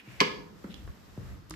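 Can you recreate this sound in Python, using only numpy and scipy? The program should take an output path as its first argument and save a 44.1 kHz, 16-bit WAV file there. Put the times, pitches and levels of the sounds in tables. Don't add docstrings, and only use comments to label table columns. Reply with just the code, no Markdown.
import sys
import numpy as np
from scipy import signal
from scipy.io import wavfile
from scipy.ndimage import uniform_filter1d

SR = 44100
rng = np.random.default_rng(int(sys.argv[2]) if len(sys.argv) > 2 else 0)


def bounce(signal):
    frames = np.transpose(np.atleast_2d(signal))
    limited = np.clip(frames, -1, 1)
    pcm = np.round(limited * 32767).astype(np.int16)
    wavfile.write(sys.argv[1], SR, pcm)


N = 68355
T = np.arange(N) / SR
EDGES_HZ = 22 * 2 ** np.arange(0, 9.6, .5)
CENTRES_HZ = np.sqrt(EDGES_HZ[1:] * EDGES_HZ[:-1])

# t/s, level/dB, lowest and highest driven f/Hz
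CONTACTS = [(.1965, -16.5, 1700, 2270), (0.2032, 4, 1700, 11000), (.20708, -4.5, 700, 12000),
            (0.2123, 2.5, 170, 1460)]
# f/Hz, level/dB, t60/s, left over right/dB
CASE_MODES = [(170, -28, 0.12, -1.5), (216.6, -28, 0.113, -6), (279, -18.5, 0.044, 0.5),
              (413.6, -19, 0.088, 3.5), (494.7, -31.5, 0.16, -4), (935, -34.5, .16, -4.5),
              (994, -26.5, 0.11, 20.5), (1082, -16.5, 0.025, -14), (1234, -31, 0.11, 8.5),
              (1680, -31.5, 0.046, 4), (1700, -30, 0.11, -0.5), (1750, -35, .07, 16),
              (2173, -13, 0.03, 0.5), (2410, -16, 0.012, 6), (2393, -21.5, 0.061, -3.5),
              (2740, -19, 0.0086, -0.5), (2884, -42, 0.11, -8), (3287, -31, .06, -10), (4064, -28, .04, -3),
              (4565, -14, 0.014, -4), (4890, -28, 0.029, -14), (5310, -26.5, .025, -4),
              (6365, -31.5, 0.025, -3.5)]
# f/Hz, relative density/dB
CRACK_SPECTRUM = [(150, 5.5), (400, 1.5), (750, -5.5), (1300, -7), (2250, 5), (3400, -6), (4800, -2),
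                  (7000, -15.5), (9500, -23), (13500, -16.5)]
# t/s, thump level/dB, final f/Hz, swell/s, decay/s, heel level/dB, heel f/Hz
FOOTFALLS = [(0.074, -34, 97, 0.0085, 0.017, -40, 350), (0.6418, -23.5, 158.3, 0.0063, 0.0098, -20.5, 830),
             (0.8758, -36.5, 68.7, 0.0026, 0.0099, -26, 1090), (1.1757, -25, 85.6, 0.0048, 0.012, -28, 466),
             (1.322, -39, 62.5, 0.024, 0.013, -31, 347)]
# t/s, level/dB, centre f/Hz, width/octaves, left over right/dB
NEAR_TICKS = [(.742, -22.5, 3150, 0.53, -8), (1.497, -26.5, 8650, 1, -1.5),
              (1.5075, -19.5, 5200, 0.5, -4.5), (1.510, -18, 1150, 0.33, 2), (1.5395, -21, 1580, .5, -1)]
# t/s, length/s, level/dB, centre f/Hz
RUB_STROKES = [(-.03, 0.054, -53, 2220), (0.021, 0.21, -56.5, 2150), (0.694, 0.044, -55, 2963),
               (1.15, 0.24, -62, 1410), (1.482, .1, -60, 4000)]
BUMP_S, BUMP_MODES = 1.507, [(163.4, -43, 0.44), (315, -41, 0.24)]
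# t/s, level/dB
CLOTH_LEVEL = [(0, -68.5), (.12, -56.5), (.3, -60.5), (.54, -64.5), (.61, -60), (.8, -59), (.95, -62),
               (1.16, -60), (1.29, -57.5), (1.43, -66.5), (1.55, -66)]
# f/Hz, relative density/dB
CLOTH_SPECTRUM = [(200, -13), (600, 6.5), (1500, 1), (3000, -3.5), (7000, -7), (9500, -32), (13000, -11.5)]
# f/Hz, t60/s
ROOM_T60 = [(80, 2.25), (170, 1.21), (400, 0.89), (1000, .58), (2400, 0.4), (5000, 0.4442), (12000, 0.48)]
# f/Hz, relative density/dB
ROOM_SPECTRUM = [(70, -2), (150, 1.5), (300, -0.5), (500, 2.5), (750, -1), (1100, 0.5), (2000, 5.5),
                 (3000, 8), (4800, 2.5), (12000, 0)]
# f/Hz, left-right correlation
ROOM_LIKENESS = [(100, 0), (250, 0.98), (600, 0.12), (2000, 0.3), (12000, 0)]
# f/Hz, left-right correlation
STEREO_LIKENESS = [(60, 0.25), (200, 0.75), (700, 0.14), (3000, 0.067), (7000, 0.1), (12000, 0.57)]
# t/s, level/dB
RUMBLE_LEVEL = [(0, -135), (.1, -55), (.4, -57), (.58, -60.5), (.76, -53), (.9, -38), (.96, -67),
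                (1.15, -52.5), (1.25, -46.5), (1.335, -42.5), (1.38, -52.5), (1.47, -61.5), (1.55, -43.5)]
# f/Hz, relative density/dB
RUMBLE_SPECTRUM = [(25, -32), (45, 1.5), (65, 3.5), (100, 0.5), (150, -7.5), (400, -55)]
# f/Hz, relative density/dB
VENT_SPECTRUM = [(30, -1.5), (90, 0.5), (135, -6), (195, -3), (270, 3.5), (480, -3.5), (650, -16.5),
                 (1300, -5), (2500, -17.5), (5000, -18.5), (9000, -51.5), (13000, -30)]


def dispenser(left_lag_s=.000427, swell_s=.0006):
    force = 0
    for s, db, low_hz, high_hz in CONTACTS:
        contact = signal.butter(2, [low_hz, high_hz], "band", fs=SR, output="sos")
        force = force + from_db(db) * signal.sosfilt(contact, click(s) + 1e-18)
    t = np.maximum(T[:N // 2] - np.array([[left_lag_s], [0]]), 0)
    case = sum(from_db(db) * pan(pan_db) * fall(t, t60) * np.sin(2 * np.pi * hz * t)
               for hz, db, t60, pan_db in CASE_MODES)
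    crack = from_db(1) * pan(-2.5) * burst(CRACK_SPECTRUM, t60=.074)
    swell = 1 - np.exp(-t / swell_s)
    return convolve(force, swell * case) + convolve(force, swell[:, :crack.shape[1]] * crack)


def steps(start_hz=1055, glide_s=.0028):
    out = 0
    for s, db, end_hz, swell_s, decay_s, heel_db, heel_hz in FOOTFALLS:
        t = np.maximum(T - s, 0)
        cycles = end_hz * t + (start_hz - end_hz) * t / (1 + t / glide_s)
        thump = np.sin(2 * np.pi * cycles) * (1 - np.exp(-t / swell_s)) * np.exp(-t / decay_s)
        heel = burst(hump(heel_hz, octaves=.604, skirt_db=-26), t60=.06)
        out = out + from_db(db) * thump + from_db(heel_db) * convolve(click(s), heel)
    return out


def ticks():
    out = 0
    for s, db, hz, octaves, pan_db in NEAR_TICKS:
        touch = burst(hump(hz, octaves, skirt_db=-24), t60=.016)
        out = out + from_db(db) * pan(pan_db) * convolve(click(s), touch)
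    return out


def bump():
    t = np.maximum(T - BUMP_S, 0)
    return sum(from_db(db) * fall(t, t60) * np.sin(2 * np.pi * hz * t) for hz, db, t60 in BUMP_MODES)


def rubs(grain_db=2.5):
    out = 0
    for s, length, db, hz in RUB_STROKES:
        grain = uniform_filter1d(rng.standard_normal(N), size=128)
        stroke = np.sin(np.pi * np.clip((T - s) / length, 0, 1))
        friction = noise(hump(hz, octaves=.3, skirt_db=-19.5), STEREO_LIKENESS)
        out = out + stroke * from_db(db + grain_db * grain / grain.std()) * friction
    return out


def clothes():
    return envelope(CLOTH_LEVEL) * noise(CLOTH_SPECTRUM, STEREO_LIKENESS)


def restroom(x, first_echo_s=.007, build_s=.001):
    build = 1 - np.exp(-np.maximum(T - first_echo_s, 0) / build_s)
    return convolve(x, build * noise(ROOM_SPECTRUM, ROOM_LIKENESS, ROOM_T60))


def microphone_rumble():
    return envelope(RUMBLE_LEVEL) * noise(RUMBLE_SPECTRUM, likeness=[(1, .31)])


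def ventilation(drone_hz=200.5, width_hz=12):
    rush = noise(VENT_SPECTRUM, STEREO_LIKENESS)
    drone = signal.lfilter(*signal.iirpeak(drone_hz, drone_hz / width_hz, fs=SR), rush)
    return from_db(-60) * rush + from_db(-67) * drone / drone.std()


def from_db(db):
    return 10 ** (np.asarray(db) / 20)


def fall(t, t60):
    return np.exp(-np.log(1000) * t / t60)


def pan(db):
    return from_db(np.array([[db], [-db]]) / 2)


def envelope(points):
    return from_db(np.interp(T, *np.transpose(points)))


def at_hz(points, hz):
    f, value = np.transpose(points)
    return np.interp(np.log(hz), np.log(f), value)


def convolve(x, response):
    return signal.fftconvolve(np.atleast_2d(x), response, axes=1)[:, :N]


def click(s):
    return 1. * (np.arange(N) == int(s * SR))


def hump(hz, octaves, skirt_db):
    peak = np.exp(-.5 * (np.log2(CENTRES_HZ / hz) / octaves) ** 2)
    skirt = from_db(skirt_db) / np.hypot(1, CENTRES_HZ / hz / 2)
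    return np.c_[CENTRES_HZ, 20 * np.log10(peak + skirt)]


def noise(spectrum, likeness, t60s=None, size=N):
    white = rng.standard_normal((2, 2, size + 4096))
    out = 0
    for k, hz in enumerate(CENTRES_HZ):
        bandpass = signal.butter(2, EDGES_HZ[k:k + 2], "band", fs=SR, output="sos")
        mid, side = signal.sosfilt(bandpass, white[k % 2])[:, -size:]
        alike = at_hz(likeness, hz)
        stereo = np.sqrt(1 + alike) * mid + np.sqrt(1 - alike) * side * [[1], [-1]]
        band = from_db(at_hz(spectrum, hz)) * stereo
        out = out + (band if t60s is None else band * fall(T[:size], at_hz(t60s, hz)))
    return out / np.sqrt(np.mean(out ** 2) * (1 if t60s is None else size))


def burst(spectrum, t60):
    return noise(spectrum, STEREO_LIKENESS, [(1, t60)], size=N // 10)


def scene():
    clack, walk, nearby = dispenser(), steps(), ticks() + bump() + rubs()
    reverberation = restroom(from_db(-8.5) * clack + from_db(-3.5) * walk + from_db(-8) * nearby)
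    return clack + walk + nearby + reverberation + clothes() + microphone_rumble() + ventilation()


def record(dry):
    return signal.sosfilt(signal.ellip(10, .2, 70, 14000, fs=SR, output="sos"), dry)


dry = scene()
out = record(dry)
bounce(out)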